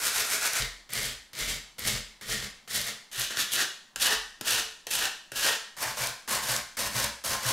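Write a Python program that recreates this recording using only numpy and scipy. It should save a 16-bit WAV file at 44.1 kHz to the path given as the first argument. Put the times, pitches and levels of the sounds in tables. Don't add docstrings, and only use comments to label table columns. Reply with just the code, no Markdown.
import sys
import numpy as np
from scipy import signal
from scipy.fft import rfft, irfft, next_fast_len
from scipy.io import wavfile
from scipy.ndimage import map_coordinates

SR = 44100
rng = np.random.default_rng(int(sys.argv[2]) if len(sys.argv) > 2 else 0)


def undo_db(level):
    steps = np.asarray(level, float) / 20
    return 10 ** steps


def put_to_file(sound):
    columns = np.atleast_2d(sound).T
    safe = np.clip(columns, -1, 1)
    whole_steps = np.round(safe * 32767)
    wavfile.write(sys.argv[1], SR, whole_steps.astype(np.int16))


N = 331632


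def unit(x):
    return x / np.sqrt(np.mean(x ** 2) + 1e-20)


def along(points, hz):
    f, v = np.transpose(points)
    return np.interp(np.log(hz + 1), np.log(f + 1), v)


def wobble(rate):
    return map_coordinates(rng.standard_normal(4096), [np.arange(N) * rate / SR], order=1)


def filtered(x, response):
    size = next_fast_len(N + 8192)
    return irfft(rfft(x, size) * response(np.fft.rfftfreq(size, 1 / SR)), size)[..., :N]


def modes(rows, hz):
    total = 0
    for k, (centre, width, db) in enumerate(rows):
        damping = 1j * hz * width
        total = total + (-1) ** k * undo_db(db) * damping / (centre ** 2 - hz ** 2 + damping)
    return total


CUT_S = 0.6

# start in seconds, length in seconds, drag level in dB,
# place along the handle from 0 to 1, weight on the bench in dB.
CONTACTS = [(0, .63, -40, .4, -8), (.892, .228, -47, .55, 0), (1.332, .228, -47, .7, 1),
            (1.7828, .187, -41, .6, 2), (2.211, .25, -45, .4, 1), (2.676, .244, -45, .3, -6),
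            (3.1144, .545, -50, .6, 0), (3.9597, .21, -55, .95, -4), (4.4108, .22, -50, .45, 3),
            (4.8685, .2, -46, .6, 1), (5.3186, .22, -51, .35, -3), (5.7663, .334, -48, .6, -3),
            (6.2764, .305, -44, .4, 0), (6.769, .312, -44, .6, 2), (7.2385, .305, -45, .4, 1)]


def sanding():
    size, lead = 2 ** 16, 512
    out = np.zeros((2, N + size))
    rasp, near, far, fizz, bench = pressure()
    crack, knock, snap = taps()
    judder = wobble(30) + wobble(110) + wobble(350)
    catches = grit(spread_db=2.5, judder_db=1.25 * judder)
    fine = grit(spread_db=4.0, judder_db=1.8 * judder)
    drives = np.array([
        rasp * catches + crack,
        near * catches + 0.7 * knock,
        far * catches[::-1] + 0.47 * knock,
        fizz * fine + snap,
        bench * catches + 0.29 * knock])

    starts = [round(s * SR) - lead for s, *_ in CONTACTS[1:]] + [N]
    opening = drives[:, :starts[0]]
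    before_cut = np.arange(size) < CUT_S * SR
    out[:, :size] = np.where(before_cut, heard(opening, 0, size), undo_db(1.0) * heard(opening, 1, size))
    for start, end in zip(starts, starts[1:]):
        grip = grip_at((start + lead) / SR)
        out[:, start:start + size] += heard(drives[:, start:end], grip, size)
    return out[:, :N]


# fastest moment in seconds, rise in seconds per 10 dB,
# fall in seconds per 10 dB, rasp level in dB, press of the hand in dB.
RUBBING = [
    (.066, .055, .065, -28.5, 0),
    (.18, .045, .08, -28, 1),
    (.33, .06, .055, -32.5, 1),
    (.44, .035, .085, -29.5, 2),
    (.575, .045, .065, -29.5, 2),
]
END_GRAIN = [
    (.971, 0.046, .08, -31.5, 1),
    (1.055, 0.035, 0.066, -33, -0.88),
    (1.419, .05, 0.065, -32, 0.96),
    (1.49, 0.022, 0.085, -32, -0.77),
    (1.878, 0.033, 0.099, -29, -1.2),
    (2.32, 0.042, 0.071, -30, -0.54),
    (2.44, 0.034, 0.041, -40, 1),
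    (2.768, .06, .08, -31.5, -1),
    (2.884, 0.027, 0.026, -32, 1),
]
RIM = [(3.14, 0.021, 0.066, -44, 3.5), (3.223, .07, 0.039, -28, -4), (3.31, .01, 0.07, -36, 3.5),
       (3.398, 0.035, 0.048, -27, -1), (3.53, .015, .08, -31, -15.5), (3.613, 0.07, 0.038, -26.5, 3),
       (4.003, 0.0055, .05, -32, 0), (4.022, 0.015, 0.11, -27.5, -5), (4.075, .06, .06, -27, 2),
       (4.13, .045, .045, -32, 9), (4.456, 0.0059, .05, -37.5, 1), (4.48, 0.017, 0.12, -26, -2),
       (4.59, 0.1, 0.023, -30, 2.5), (4.912, .007, 0.17, -28, -4.5), (5.028, 0.062, 0.055, -29.5, 5),
       (5.362, .008, 0.12, -32, -2), (5.47, 0.07, 0.094, -27, 3)]
KNOB = [(5.856, 0.062, 0.06, -32, 2.2), (5.976, .006, 0.065, -37, 2), (6.035, 0.047, 0.057, -29, -0.7),
        (6.295, .015, 0.094, -36.5, -0.25), (6.366, 0.088, 0.036, -31, 0.65),
        (6.525, 0.1, 0.076, -31.5, 0.46), (6.79, 0.054, 0.044, -34, 0.61),
        (6.83, 0.058, 0.07, -32.5, -0.48), (6.975, 0.042, 0.071, -32.5, 1.2),
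        (7.03, 0.055, 0.042, -30, -1.1), (7.265, 0.032, 0.073, -33, -1.6), (7.34, 0.073, 0.042, -34.5, 2.8),
        (7.465, 0.048, .2, -29.5, -0.62)]
# handle, fizz and bench re rasp in dB, travel along the handle per second.
GRIPS = [
    (-4.5, -2, -21.5, 0.16),
    (-5.5, -5.5, -14.5, 0),
    (-7, -5, -29, -0.65),
    (-6, -4.5, -28, 2.5),
    (-2.5, -2.5, -16, 0.4),
]
# handle, fizz and bench re rasp in dB.
DRAG_DB = (3, -1, 6.5)
# handle, fizz and bench in dB per dB of press.
PRESS = (1.02, -0.45, 0.24)
LINGER = (0.98, .8, 1.16)
SWEEP_POWER = 1.52
CLOG_DB = 1.5
LIFT_S = 0.065


def pressure():
    gains = np.zeros((5, N))
    press = np.array([0, *PRESS])[:, None]
    linger = np.array([1, *LINGER])[:, None]
    for start, length, drag_db, place, weight_db in CONTACTS:
        *share_db, travel = GRIPS[grip_at(start)]
        on = slice(round(start * SR), min(round((start + length + LIFT_S) * SR), N))
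        t = np.arange(on.start, on.stop) / SR - start
        power = 2 if start < CUT_S else SWEEP_POWER
        level = undo_db(drag_db + np.array([0, *DRAG_DB]))[:, None] + 0 * t
        for at, rise, fall, db, press_db in RUBBING + END_GRAIN + RIM + KNOB:
            if start < at < start + length:
                since = t + start - at
                span = np.where(since < 0, rise, fall * linger)
                sweep_db = db + press_db * press - 10 * abs(since / span) ** power
                level = np.hypot(level, undo_db(sweep_db))
        touch = np.clip(np.minimum(t / 0.00033, (length - t) / LIFT_S + 1), 0, 1)
        rasp, handle, fizz, bench = touch * level * undo_db(np.array([0, *share_db]) - 2.0)[:, None]
        far = np.clip(place + travel * (t - length / 2), 0, 1)
        clogged = fizz * undo_db(-CLOG_DB * (t / length) ** 2)
        gains[:, on] = rasp, handle * np.sqrt(1 - far), handle * np.sqrt(far), clogged, bench * undo_db(weight_db)
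    return gains


def grit(spread_db, judder_db):
    coarseness = np.minimum(rng.exponential(size=N), 4.5)
    return unit(rng.standard_normal(N) * undo_db(spread_db * coarseness) * undo_db(judder_db))


# peak in dB, knock re peak in dB.
LANDINGS = [(-60, -4), (-44, -1), (-33, -13), (-34, -13), (-39, -1), (-38, -1), (-51, -4), (-22, -4.5),
            (-23, -8), (-24, -5.5), (-28, -4.5), (-42, -1), (-34, -1), (-39, -7), (-33, -4)]
# start in seconds, peak in dB, knock re peak in dB.
SNAPS = [(0.6215, -17.5, -11), (1.351, -28, -21), (1.8542, -27.5, -12), (1.8735, -21, -16),
         (1.9503, -24, -30), (2.292, -28, -3), (2.425, -30, 0), (3.3048, -26, -8), (3.3706, -18.5, -8),
         (3.5187, -25, -29), (3.5618, -16, -17), (3.6161, -26.5, -3.5), (4.0175, -21, -18),
         (4.4481, -32, -18), (4.4753, -20, -19), (5.395, -19, -21), (5.9707, -29, -6), (6.5632, -17, -19),
         (6.863, -25, -19), (7.0427, -16, -18), (7.333, -20, -11)]
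# start in seconds, peak in dB.
TICKS = [(0.412, -24), (0.534, -15), (0.9048, -32), (0.935, -16), (0.9877, -24), (1.031, -18),
         (1.0555, -23), (1.48, -30), (1.7931, -19), (1.874, -16), (2.7337, -24), (2.815, -18),
         (2.8679, -26), (3.1973, -15), (3.3937, -22), (4.4593, -29), (4.9126, -18), (5.8202, -21),
         (5.9264, -29), (6.072, -13), (6.5171, -19), (7.433, -30), (7.4899, -17)]
BOUNCE_S, BOUNCE_DB = 0.005, -9.5
LAND_SNAP_DB, SNAP_DB = -8, -16
TICK_S, TICK_DB, TICK_BODY_DB = 0.00089, -6.5, -21


def taps():
    layers, t = np.zeros((3, N + SR)), np.arange(600) / SR

    def edge(at, width):
        return (t >= at) * np.exp(-((t - at) / width) ** 2)

    after = 0.084 * undo_db(-60 * t / 0.04)
    landing = edge(0, 0.0027) + undo_db(BOUNCE_DB) * edge(BOUNCE_S, 0.0022) + 1.7 * after
    breaking = edge(0, 0.0035) + after
    chip = edge(0, TICK_S)
    rows = []
    for contact, (db, knock_db) in zip(CONTACTS, LANDINGS):
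        rows.append((contact[0], db, knock_db, LAND_SNAP_DB, landing))
    for s, db, knock_db in SNAPS:
        rows.append((s, db, knock_db, SNAP_DB, breaking))
    for s, db in TICKS:
        rows.append((s, db + TICK_BODY_DB, -12, TICK_DB - TICK_BODY_DB + 6.0, chip))

    for s, db, knock_db, snap_db, shape in rows:
        burst = rng.standard_normal(len(t)) * shape
        burst *= np.linalg.norm(shape) / np.linalg.norm(burst)
        shares_db = np.array([[-9], [knock_db - 3.5], [snap_db - 5.0]])
        start = round(s * SR)
        layers[:, start:start + len(t)] += undo_db(db + shares_db) * burst
    return layers[:, :N]


# frequency in Hz, width in Hz, level in dB.
HANDLE = [
    [(402, 130, -13), (685, 220, -8), (1520, 270, -0.5), (2050, 280, -2), (2440, 320, -2.5)],
    [(428, 33, -4), (636, 170, -5), (1307, 460, -5), (1993, 157, 6.5), (2254, 206, 0)],
    [(343, 210, -12), (694, 340, -9), (1120, 340, -6.5), (1480, 270, -1.5), (1820, 130, 2.5)],
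    [(300, 110, -20.5), (439, 12, -0.5), (570, 400, -8.5), (1090, 750, -5.5), (1450, 300, -1),
     (1767, 114, 2.5)],
    [(542, 146, -5), (734, 124, -4.5), (868, 80, -3), (1052, 74, 1), (1368, 190, -4), (1547, 140, 0),
     (1707, 220, -1.5), (2206, 200, -4)],
]
PAPER = [
    [(3170, 1070, 0.5), (4370, 4500, -0.5), (7700, 5400, -2.5)],
    [(3150, 990, 0), (4850, 1780, 0), (7400, 2970, -4)],
    [(3200, 1400, 0), (4630, 2500, -1), (6500, 2000, -2.5)],
    [(2860, 720, 1.5), (4380, 2430, -0.5), (6550, 3400, -3)],
    [(2730, 1030, -4), (4740, 1960, 0), (6780, 3960, -3.5)],
]
REACH = (0.942, 1.048)
# frequency in Hz, level in dB.
FIZZ = [(5000, -13), (8000, -3), (10000, -1.5), (13000, -4), (15000, -12), (16500, -25)]
# frequency in Hz, width in Hz, level in dB.
BENCH = [(60, 7, -2), (128, 29, -3.5), (212.2, 25, -1.5), (286, 240, -13.5)]
# frequency in Hz, level in dB.
PORTS = [(100, -30), (1500, -28), (3000, -41), (6000, -20), (15000, -19)]


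def heard(drives, grip, size):
    hz = np.fft.rfftfreq(size, 1 / SR)
    sign = (-1) ** len(HANDLE[grip])
    bodies = [sign * modes(PAPER[grip], hz)]
    for ratio in REACH:
        end = [(c * (ratio if c > 1200 else 1), width, db) for c, width, db in HANDLE[grip]]
        bodies.append(modes(end, hz))
    bodies += [undo_db(along(FIZZ, hz)), -modes(BENCH, hz)]

    direct = 0
    for drive, body in zip(rfft(drives, size), bodies):
        direct = direct + drive * body / np.sqrt(np.mean(abs(body) ** 2))
    early = 1j * undo_db(along(PORTS, hz))
    return irfft(direct * (room(size) + [hz ** 0, early]), size)


GRIP_FROM = [0, .88, 3.1, 3.9, 5.75, 9]


def grip_at(s):
    return np.searchsorted(GRIP_FROM, s, side="right") - 1


# start in seconds, lowest mode in dB, top board mode in dB.
BUMPS = [(0.592, -38.5, -34.5), (0.959, -47, -43), (1.039, -46, -40.5), (1.398, -41, -53),
         (1.469, -45, -41), (1.839, -45, -39.5), (1.919, -40, -33), (2.278, -44, -47), (2.359, -46, -39),
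         (2.759, -55, -41), (3.171, -53, -40), (3.957, -53, -55), (4.141, -49, -73), (4.55, -57, -58),
         (4.949, -54, -50), (5.349, -54, -72), (5.848, -60, -44), (6, -58, -37), (6.318, -59, -57),
         (6.489, -59, -31), (6.8, -57, -48), (6.948, -72, -32), (7.299, -54, -42), (7.45, -55.5, -29)]
# frequency in Hz, time to fall 60 dB in seconds.
BENCH_RING = [(41.7, 0.48), (123.4, 0.21), (64.7, 0.29)]
THIRD_DB = -6.5


def bumps():
    out, t = np.zeros(N + SR), np.arange(SR * 3 // 4) / SR
    for s, low_db, board_db in BUMPS:
        start = round(s * SR)
        levels_db = (low_db, board_db, (low_db + board_db) / 2 + THIRD_DB)
        for (hz, t60), level_db, rise_s in zip(BENCH_RING, levels_db, (0.013, 0.012, 0.012)):
            swell = (1 - np.exp(-t / rise_s)) ** 2
            out[start:start + len(t)] += undo_db(level_db + 6.0 - 60 * t / t60) * swell * np.sin(2 * np.pi * hz * t)
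    return out[:N]


# frequency in Hz, time to fall 60 dB in seconds.
ROOM = [(100, 0.33), (450, 0.4), (1800, 0.51), (4000, 0.52), (8000, 0.5), (15000, 0.34)]
# frequency in Hz, level in dB.
WET = [(100, -7), (1000, -3), (4000, -2.5), (14000, -10)]
# frequency in Hz, level in dB.
WIDTH = [(100, -27), (300, -13), (1000, -28), (2500, -22), (4000, -30), (5500, -14.5), (8000, -10),
         (12000, -12), (15000, -8)]


def room(size):
    hz, t, z = signal.stft(rng.standard_normal((2, SR * 3 // 4)), SR, nperseg=256)
    t60 = along(ROOM, hz)[:, None]
    tail = signal.istft(z * undo_db(-60 * t / t60) / np.sqrt(t60), SR, nperseg=256)[1]
    tail = tail / np.linalg.norm(tail[0])
    delayed = np.pad(tail, ((0, 0), (250, 0)))
    hz = np.fft.rfftfreq(size, 1 / SR)
    return rfft(delayed, size) * undo_db(along(WET, hz) + [0 * hz, along(WIDTH, hz)])


# frequency in Hz, level in dB per Hz.
HUSH = [(25, 8), (60, -21), (200, 0), (450, -8.5), (1000, -3), (4000, -28), (10000, -20), (16000, -29)]


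def hush():
    return undo_db(-65) * unit(filtered(rng.standard_normal(N), lambda hz: undo_db(along(HUSH, hz))))


# frequency in Hz, left minus right in dB.
LEAN = [(60, 1.5), (110, 3.5), (200, 3), (380, 0.5), (700, 1), (1290, 1.0), (2380, 1), (4400, -0.5),
        (8120, 0.5), (15000, -0.5)]


def scene():
    mid, side = sanding()
    mid = mid + bumps() + hush()
    ports = filtered(mid, lambda hz: undo_db(np.outer([0.5, -0.5], along(LEAN, hz))))
    return ports + [side, -side]


def roll_off(x):
    return signal.sosfilt(signal.butter(12, 16830, fs=SR, output="sos"), x)


# frequency in Hz, level in dB.
TOP = [(15700, 0.5), (16100, -28), (16600, -45)]


def record(dry):
    mix = filtered(dry, lambda hz: undo_db(along(TOP, hz)))
    return roll_off(mix)


dry = scene()
out = record(dry)
put_to_file(out)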